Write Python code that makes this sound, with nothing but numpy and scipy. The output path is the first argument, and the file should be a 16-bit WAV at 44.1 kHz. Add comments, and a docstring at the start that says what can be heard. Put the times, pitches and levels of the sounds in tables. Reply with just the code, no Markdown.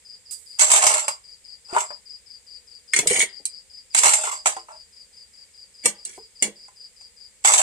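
"""A steel kettle simmers outdoors at night while a cricket chirps and far insects hiss.
By turns, twice, a metal ladle rummages through chunks of coconut in a bowl to the right, and
clanks on the kettle's rim and tips chunks into the water; at the end it rummages again.
Blows are coloured noise plus ringing tones, scrapes are crowds of small blows, the cricket
is made of falling tones with echoes, and the night and a brief sizzle are coloured noise."""
import sys
import numpy as np
from scipy import signal
from scipy.fft import rfft, irfft, next_fast_len
from scipy.io import wavfile
from scipy.ndimage import uniform_filter1d

SR = 44100
rng = np.random.default_rng(int(sys.argv[2]) if len(sys.argv) > 2 else 0)


def unload_wav(signal):
    """Save mono or channel-first audio to the path in sys.argv[1] as 16-bit WAV at rate SR, clipped to [-1, 1]."""
    wavfile.write(
        sys.argv[1],
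        SR,
        np.round(np.clip(np.atleast_2d(signal).T, -1, 1) * 32767).astype(np.int16),
    )


N = 336042
TIME = np.arange(N) / SR  # s
EDGE_HZ = 15500  # upper limit of the sound

# how alike the two microphone ports hear a pitch: (f/Hz, likeness/0-1)
PORT_LIKENESS = [(50, 0.3), (250, 1), (700, 0.86), (1500, 0.7), (3000, 0), (8000, 0), (15000, 0)]


def gain_of(db):
    """Turns decibels into amplitude."""
    return 10 ** (np.asarray(db) / 20)


def evened(x):
    """Scales a sound to an rms of 1."""
    return x / np.sqrt(np.mean(x ** 2) + 1e-20)


def read(points, hz):
    """Reads a table between its points, on a log-frequency axis."""
    f, value = np.transpose(points)
    return np.interp(np.log(hz + 1), np.log(f + 1), value)


def level(s, db):
    """Gives the amplitude along a dB curve, silent outside it."""
    return gain_of(np.interp(TIME, s, db, left=-150, right=-150))


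def panned(side_db):
    """Gives left and right gains; a positive difference makes the left louder."""
    return gain_of(np.array([side_db, -side_db]).reshape(2, -1) / 2)


def add(mix, s, sound):
    """Mixes a sound in at time s, cut off at the end of the mix."""
    part = mix[:, max(round(s * SR), 0):][:, :sound.shape[1]]
    part += sound[:, :part.shape[1]]


def coloured(x, colour, lag_ms=0):
    """Filters two noises without pre-echo and makes them partly alike; the left may lag."""
    size = 2 * next_fast_len(x.shape[1])
    hz = abs(np.fft.fftfreq(size, 1 / SR))
    log_gain = np.log(gain_of(np.maximum(read(colour, hz), -90)))
    # minimum phase: the filter answers at once, never before its input
    shape = np.exp(np.conj(signal.hilbert(log_gain)))
    hz, shape = hz[:size // 2 + 1], shape[:size // 2 + 1]
    a, b = rfft(x, size) * shape
    same = np.clip(read(PORT_LIKENESS, hz), 0, 1)
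    left = a * np.exp(-2j * np.pi * hz * lag_ms / 1000)
    right = same * a + np.sqrt(1 - same ** 2) * b
    return irfft([left, right], size)[:, :x.shape[1]]


def blow(colour, modes, crack_t60, tail_t60, tail_db, ring_db, lag_ms, length=1, lumps_db=7.0, size=11000):
    """One blow of energy near 1 per port: a crack, a dense tail, and modes that vary with the spot."""
    # how much louder the left port hears a blow: (f/Hz, difference/dB)
    port_balance = [(60, -3.5), (100, 0.0), (180, -3.5), (310, 0.5), (550, -3.5), (950, 1), (1650, 2.5),
                    (2860, 2), (4970, -2.5), (8640, -2.5), (15000, 3)]
    t = np.arange(size) / SR
    age = t / np.clip(length, .3, 2)  # length stretches every fade; t60 in s is for length 1
    crack = gain_of(-60 * age / crack_t60)
    tail = gain_of(tail_db - 60 * age / tail_t60)
    grid = np.linspace(0, 1, 120) ** 1.6 * EDGE_HZ
    # each spot favours its own resonances
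    favoured = read(colour, grid) + lumps_db * rng.standard_normal(len(grid))
    noise = rng.standard_normal((2, size)) * (crack + tail)
    sound = evened(coloured(noise, np.transpose([grid, favoured]), lag_ms))

    ring = np.zeros((2, size))
    for hz, db, t60 in modes:
        spot = rng.choice([-1, 1]) * rng.uniform(0.75, 1.3)
        skew = rng.standard_normal()
        # phase between the ports: the left's lag plus a random part where they hear less alike
        apart = 2 * np.pi * hz * lag_ms / 1000 + 2 * skew * (1 - read(PORT_LIKENESS, hz))
        tone = np.sin(2 * np.pi * hz * t - np.array([[apart], [0]]))
        ring += spot * gain_of(db - 60 * age / t60) * tone
    ring *= np.minimum(t / .0005, 1)  # soft start

    both = sound + gain_of(ring_db) * evened(ring)
    heard = rfft(both) * panned(read(port_balance, np.fft.rfftfreq(size, 1 / SR)))
    return evened(irfft(heard, size)[:, :-500]) / np.sqrt(size)


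def rattle(voice, strength, per_s, spread_db, count=10):
    """Many small contacts at random moments, wandering between spots that each sound different."""
    sizes = gain_of(spread_db * np.minimum(rng.exponential(1, N), 3))
    hits = rng.random(N) < per_s / SR
    clicks = evened(sizes * rng.choice([-1, 1], N) * hits) * strength
    # about 16 steps a second from spot to spot, with neighbours mixed
    spot = (16 * TIME + 2 * rng.random(N)).astype(int) % count
    return sum(signal.oaconvolve((clicks * (spot == k))[None], voice(), axes=1)[:, :N]
               for k in range(count))


def push(start, length, swell_db, fade_db_per_s, attack_db_per_s=1797):
    """One move of the ladle: a quick build-up, a hold that swells or sinks to full level, a release."""
    age = TIME - start
    held = swell_db * (np.clip(age / length, 0, 1) - 1)
    build_up = attack_db_per_s * np.minimum(age, 0)
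    release = fade_db_per_s * np.maximum(age - length, 0)
    return gain_of(np.maximum(held + build_up - release, -150))


def pushes(moves):
    """Strength over time of the scraping, and of the load that it shifts."""
    return sum(gain_of([[scrape], [load]]) * push(*shape) for *shape, scrape, load in moves)


def night(low_db=-68, insects_db=-56.5, simmer_db=-77):
    """The low noise of fire and simmering water, tiny taps on the kettle, and far insects' even hiss."""
    # colours of the low noise and of the insects: (f/Hz, relative level per Hz/dB)
    low_colour = [(12, -35), (25, -6), (45, -1), (70, 1), (140, -13), (200, -10), (330, -19), (490, -6.5),
                  (650, -20), (860, -16.5), (1160, -20), (1500, -21.5), (2200, -47)]
    insect_colour = [(800, -42), (1300, -21.5), (1900, -8), (2250, -7.5), (2700, -10.5), (4000, -10.5),
                     (4900, -5.5), (5700, -11.5), (6600, -6.5), (7600, 0.5), (8800, -3), (10600, -17),
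                     (13800, -24.5), (15400, -33)]
    low = evened(coloured(rng.standard_normal((2, N)), low_colour)) * gain_of(low_db)
    insects = evened(coloured(rng.standard_normal((2, N)), insect_colour)) * gain_of(insects_db)
    simmer = rattle(kettle_wall, gain_of(simmer_db), per_s=71, spread_db=7.5)
    return low + insects + simmer


def kettle_wall(modes=None):
    """The kettle's wall rings briefly, damped by the water."""
    # colour of a blow on the wall: (f/Hz, relative level per Hz/dB)
    wall_colour = [(410, -41), (700, -21.5), (884, -30.5), (990, -18), (1450, -18.5), (1870, -8),
                   (2220, -3.5), (2470, -18), (3350, -5.5), (3800, -19), (4940, -38), (8360, -120)]
    # ringing tones of the wall: (f/Hz, relative level/dB, time to fade by 60 dB/s)
    side_modes = [(2075, 0, 0.073), (2245, 6, .085), (2280, 0.5, .07), (2805, -13, 0.06)]
    if modes is None:
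        modes = side_modes
    return blow(wall_colour, modes, crack_t60=.03, tail_t60=0.29, tail_db=-16.5, ring_db=2.0, lag_ms=.06)


def chirp_times(first_s=.054, count=36):
    """Each chirp follows the last after a nearly even gap, until the cricket stops."""
    # time from one chirp to the next, briefly hurried: (t/s, gap/s)
    gaps = [(.3, .2055), (.66, .189), (.85, .187), (1.04, .2035), (2, .2055), (7, .2033)]
    times = [first_s]
    while len(times) < count:
        times.append(times[-1] + np.interp(times[-1], *np.transpose(gaps)))
    return times


def cricket(top_hz=5090, end_hz=4590, stroke_s=0.024, cricket_db=-3, echo_db=-4, rasp_hz=140, size=7000):
    """Three wing strokes a chirp, each a rasping, falling tone; echoes from the yard beat against it."""
    # the cricket as heard by the moving microphone: (t/s, relative level/dB, left-right difference/dB)
    heard = [(0.1, -40, 7.5), (.3, -40.5, -4), (.55, -40.5, 12.5), (1.101, -34.5, 6.5), (1.3, -43.5, 6),
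             (1.9, -37, 10), (2.5, -41, 9.5), (3.35, -41.5, 13.5), (4.35, -36.5, -1), (4.8, -45, 8),
             (6.2, -43, 4.5), (6.6, -41.5, 1), (7.2, -43, 8)]
    # wing strokes of one chirp: (t after its start/s, relative level/dB)
    strokes = [(0, -4), (0.038, 1), (0.075, 1.5)]
    # the nearest reflections before random shifts: (delay/s, left level/dB, right level/dB)
    yard = [(.008, -2, -4.5), (.015, -22.5, -11.5), (.023, -17, -5)]
    t, song = np.arange(size) / SR, np.zeros((2, N))
    along = np.clip(t / stroke_s, 0, 1)
    for s in chirp_times():
        # the paths shift at each chirp as the microphone sways
        paths = np.array(yard) + rng.standard_normal((len(yard), 3)) * [.0012, 2, 2]
        for after, db in strokes:
            pitch, force, slip = rng.standard_normal(3)
            hz = (top_hz + (end_hz - top_hz) * along) * (1 + .006 * pitch)
            rasp = 1 + .3 * np.sin(2 * np.pi * (rasp_hz * t + slip))
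            swell = abs(np.sin(np.pi * along)) ** 0.26
            tone = np.sin(2 * np.pi * np.cumsum(hz) / SR)
            stroke = gain_of(db + force) * rasp * swell * tone
            for delay, left, right in [(0, 0, 0), *paths]:
                # strokes begin 5 ms ahead of their listed time
                add(song, s + after + delay - .005, gain_of([[left], [right]]) * stroke)

    # later, denser echoes: fading noise after the first 9 ms
    taps = rng.standard_normal((2, size)) * gain_of(-60 * t / .14) * (t > .009)
    echo = signal.oaconvolve(song, taps, axes=1)[:, :N]
    echo *= song.std() / echo.std(axis=1, keepdims=True)
    s, db, side = np.transpose(heard)
    loudness = gain_of(cricket_db + np.interp(TIME, s, db))
    return (song + gain_of(echo_db) * echo) * loudness * panned(np.interp(TIME, s, side))


def sizzle():
    """A short bright hiss on the right, made of noise, that dies away."""
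    # loudness of the hiss before panning: (t/s, level/dB)
    loudness = [(0.307, -69), (0.31, -34.5), (0.335, -35), (0.37, -47.5), (0.45, -55.5), (0.58, -60)]
    # colour of the hiss: (f/Hz, relative level per Hz/dB)
    hiss_colour = [(300, -39.5), (3000, -23.5), (6000, -15), (8000, 3.5), (10500, -7.5), (13000, -20.5),
                   (15500, -22)]
    hiss = evened(coloured(rng.standard_normal((2, N)), hiss_colour))
    return hiss * level(*np.transpose(loudness)) * panned(side_db=-14)


def bowl_clink(length=1):
    """Thin steel struck by steel, damped by the chunks lying on it."""
    # colour of the clink: (f/Hz, relative level per Hz/dB)
    clink_colour = [(800, -50.5), (1400, -14), (1600, -16.5), (2200, -10), (2600, -17), (3200, -13),
                    (4200, -15), (5200, -15), (6400, -8), (7200, -4.5), (7800, 1.5), (8500, -3.5),
                    (9300, -13.5), (11000, -19), (15400, -55)]
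    # ringing tones of the rim: (f/Hz, relative level/dB, time to fade by 60 dB at length 1/s)
    rim_modes = [(2153, -3.5, 0.069), (2640, 6, 0.019), (6840, -4, .16), (7060, -12, 0.15),
                 (7411, 0.5, 0.26), (7671, -15.5, .22), (8340, -8, 0.14), (8120, -6, 0.16),
                 (9440, -4.5, .09), (8710, -6.5, .15)]
    return blow(clink_colour, rim_modes, crack_t60=.03, tail_t60=.16, tail_db=-7, ring_db=-8,
                lag_ms=.28, length=length, lumps_db=4.8)


def bowl_thud(note=()):
    """The loaded bottom of the bowl, knocked by a chunk, with one extra note of the spot."""
    # colour of the thud: (f/Hz, relative level per Hz/dB)
    thud_colour = [(40, -58.5), (75, -33), (140, -32.5), (195, -20.5), (260, -35), (340, -19.5), (450, -12),
                   (530, -11.5), (630, -3.5), (900, 4.5), (1200, 1.5), (1530, -12), (2400, -11.5),
                   (4200, -32.5), (9000, -60)]
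    # ringing tones of the bottom: (f/Hz, relative level/dB, time to fade by 60 dB/s)
    base_modes = [(618, -6.5, 0.19), (738, -8.5, .13), (862, 6, 0.062), (958.5, 4, 0.098),
                  (1240, -3, 0.063)]
    return blow(thud_colour, [*base_modes, *note], crack_t60=0.034, tail_t60=0.18, tail_db=-8,
                ring_db=-2.5, lag_ms=0.27)


def chunk_thud(low_hz=600, high_hz=1300, note_db=8, note_t60=0.09):
    """A tumbling chunk lands anywhere on the bottom and brings out the note of that spot."""
    hz = low_hz * (high_hz / low_hz) ** rng.random()
    return bowl_thud([(hz, note_db, note_t60)])


def bowl(clink_db=22.5, thud_db=24, note_db=14, note_t60=0.11, scrape_db=-5, tumble_db=-4,
         clink_side_db=-1.5, clink_length=1.1):
    """The ladle scrapes and knocks the chunks, which tumble on the bowl and settle after each knock."""
    # knocks in the bowl, bright or dull, and a faint rustle:
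    # (t/s, relative clink level/dB, relative thud level/dB, note of the thud f/Hz)
    knocks = [(0.594, -9.5, -28, 977), (0.716, -4, -20, 1073), (0.736, -6.5, -19.5, 877),
              (0.761, -11.5, -21, 805), (0.838, -9.5, -19.5, 900), (0.866, -6.5, -16.5, 870),
              (0.939, -10, -31, 850), (1.081, -14, -20.5, 870), (1.728, -48, -24.5, 373),
              (1.747, -30, -20.5, 920), (1.764, -26, -8.5, 958), (1.905, -45, -31.5, 590),
              (3.947, -8, -25.5, 912), (4.034, -8, -15, 1117), (4.057, -9, -14, 940),
              (4.136, -6.5, -21.5, 835), (4.458, -12, -15.5, 2356), (4.46, -17.5, -20.5, 695),
              (4.566, -34, -26, 772), (6.682, -47, -45.5, 1020), (7.011, -46, -57, 2200),
              (7.448, -7, -14.5, 843), (7.5, -23, -18, 994), (7.536, -7, -19.5, 855)]
    # pushes through the chunks: (start t/s, length/s, swell over the push/dB,
    # dying away/dB per s, relative scrape level/dB, relative tumble level/dB)
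    scoops = [(0.598, 0.014, 1, 256.5, -6, -20), (0.68, 0.095, 5, 347.5, -10.5, -20.5),
              (0.82, 0.066, 0.5, 197, -10, -17.5), (0.955, 0.022, 8, 182, -21, -24.5),
              (1.675, 0.12, 32.5, 399, -18, -17.5), (3.95, 0.033, 2.5, 297, -8.5, -26),
              (4.04, 0.058, 1, 146, -10, -19.5), (4.21, 0.12, -2, 292, -25, -31),
              (4.47, 0.0067, -16, 268.5, -19.5, -32.5), (4.685, 0.073, -12.5, 501, -57, -51),
              (7.45, 0.51, -2, 200, -11, -24)]
    settle_db, settle_db_per_s = -10.5, 349.5  # the clatter of chunks settling after a knock
    scrape, tumble = pushes(scoops)
    settling, t = np.zeros((2, N)), np.arange(SR // 4) / SR
    for s, clink, thud, _ in knocks:
        add(settling, s, gain_of(np.array([[clink], [thud]]) + settle_db - settle_db_per_s * t))

    scraping = np.hypot(scrape, settling[0])
    tumbling = np.hypot(tumble, settling[1])
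    clinks = gain_of(scrape_db) * rattle(bowl_clink, scraping, per_s=380, spread_db=2.5)
    thuds = gain_of(tumble_db) * rattle(chunk_thud, tumbling, per_s=150, spread_db=0.0)
    for s, clink, thud, hz in knocks:
        add(clinks, s, gain_of(clink + clink_db) * bowl_clink(clink_length))
        add(thuds, s, gain_of(thud + thud_db) * bowl_thud([(hz, note_db, note_t60)]))
    return clinks * panned(clink_side_db) + thuds


def kettle_clink(length=1):
    """The ladle's edge strikes the kettle's rim, which rings."""
    # colour of the clink: (f/Hz, relative level per Hz/dB)
    clink_colour = [(1650, -37), (2800, -18.5), (3810, -23), (4030, -6.5), (4750, -14.5), (5210, -12.5),
                    (6550, -5.5), (8600, 0.5), (9640, -10), (10600, -17), (15400, -47)]
    # ringing tones of the rim: (f/Hz, relative level/dB, time to fade by 60 dB at length 1/s)
    rim_modes = [(4175, -29, 0.064), (4490, -15.5, 0.13), (5920, -19.5, 0.11), (6290, -16.5, 0.12),
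                 (8100, 11, 0.063), (7900, 2.5, 0.083), (9040, -9.5, 0.14), (8100, -27, 0.038),
                 (9400, 3.5, 0.099)]
    return blow(clink_colour, rim_modes, crack_t60=0.02, tail_t60=.13, tail_db=-4, ring_db=-9,
                lag_ms=0.07, length=length)


def splash():
    """Water pushed aside inside the kettle: a fading burst of noise with no clear tones."""
    # colour of the splash: (f/Hz, relative level per Hz/dB)
    splash_colour = [(60, -54), (110, -27), (150, -8.5), (200, -9.5), (280, -11.5), (430, -1), (600, -15),
                     (820, -10.5), (1300, -25), (1800, -37)]
    return blow(splash_colour, [], crack_t60=0.075, tail_t60=0.4, tail_db=-22, ring_db=0, lag_ms=0.12)


def kettle(clink_db=24, wall_db=25, note_t60=0.076, scrape_db=-3, rub_db=-8, slosh_db=-5,
           clink_length=0.93, damped_length=0.89):
    """The ladle clanks on the rim and its load slides off; resting on the rim, it damps the ring."""
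    # ladle on kettle: (t/s, relative clink level/dB, relative wall level/dB, wall note at that spot f/Hz)
    clanks = [(2.935, -15, -13, 2135), (2.963, -12, -16.5, 2140), (2.989, -10.5, -18.5, 2160),
              (3.072, -9, -31, 2090), (3.111, -18, -22.5, 2267), (3.454, -16.5, -52, 3320),
              (5.857, -7.5, -19, 2300), (6.051, -23, -51.5, 3030), (6.094, -37.5, -60, 2940),
              (6.424, -9.5, -20, 2860)]
    # chunks sliding along the ladle: (start t/s, length/s, swell over the slide/dB,
    # dying away/dB per s, relative scrape level/dB, relative slosh level/dB)
    slides = [(2.937, 0.059, 5, 380, -22.5, -33.5), (3.076, 0.084, 2, 404, -18.5, -36.5),
              (3.165, 0.05, 13, 856, -10, -28), (5.845, 0.038, -2.5, 498, -26, -35),
              (6.057, 0.11, -5, 694, -46, -59.5), (6.43, 0.048, -18, 602, -38.5, -44.5)]
    scrape, slosh = pushes(slides)
    out = gain_of(scrape_db) * rattle(lambda: kettle_clink(damped_length), scrape, per_s=1000, spread_db=6.0)
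    out += gain_of(rub_db) * rattle(kettle_wall, scrape, per_s=710, spread_db=6.5)
    out += gain_of(slosh_db) * rattle(splash, slosh, per_s=130, spread_db=1.5)
    for s, clink, wall, hz in clanks:
        add(out, s, gain_of(clink + clink_db) * kettle_clink(clink_length))
        add(out, s, gain_of(wall + wall_db) * kettle_wall([(hz, 0, note_t60)]))
    return out


def plops(splash_db=16, bubble_db=-9, bubble_t60=0.07, bend_per_s=7.2):
    """Each chunk splashes and traps a bubble whose pitch rises as it surfaces."""
    # chunks landing in the water: (t/s, relative level/dB, starting pitch of the bubble f/Hz)
    landings = [(2.988, -21.5, 500), (3.029, -24.5, 400), (3.058, -20, 412), (3.107, -11.5, 429),
                (3.185, -25, 445), (3.228, -26.5, 415), (3.399, -42, 503), (5.856, -16.5, 446),
                (6.178, -30, 679), (6.422, -21.5, 523), (6.479, -27, 412)]
    out = np.zeros((2, N))
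    for s, db, hz in landings:
        water = gain_of(splash_db) * splash()
        t = np.arange(water.shape[1]) / SR
        # bending the phase raises the pitch by twice bend_per_s
        tone = np.sin(2 * np.pi * hz * t * (1 + bend_per_s * t))
        bubble = gain_of(bubble_db - 60 * t / bubble_t60) * tone
        add(out, s, gain_of(db) * (water + bubble))
    return out


def scene():
    """All sources added up at the microphone."""
    return night() + cricket() + sizzle() + bowl() + kettle() + plops()


def record(dry):
    """A soft limit rounds the tallest peaks; then a filter removes what lies above the band."""
    limited = dry / (1 + (dry / .85) ** 6) ** (1 / 6)
    low_pass = signal.firwin(511, EDGE_HZ, window=("kaiser", 9), fs=SR)
    return signal.oaconvolve(limited, low_pass[None], "same")


dry = scene()
out = record(dry)
unload_wav(out)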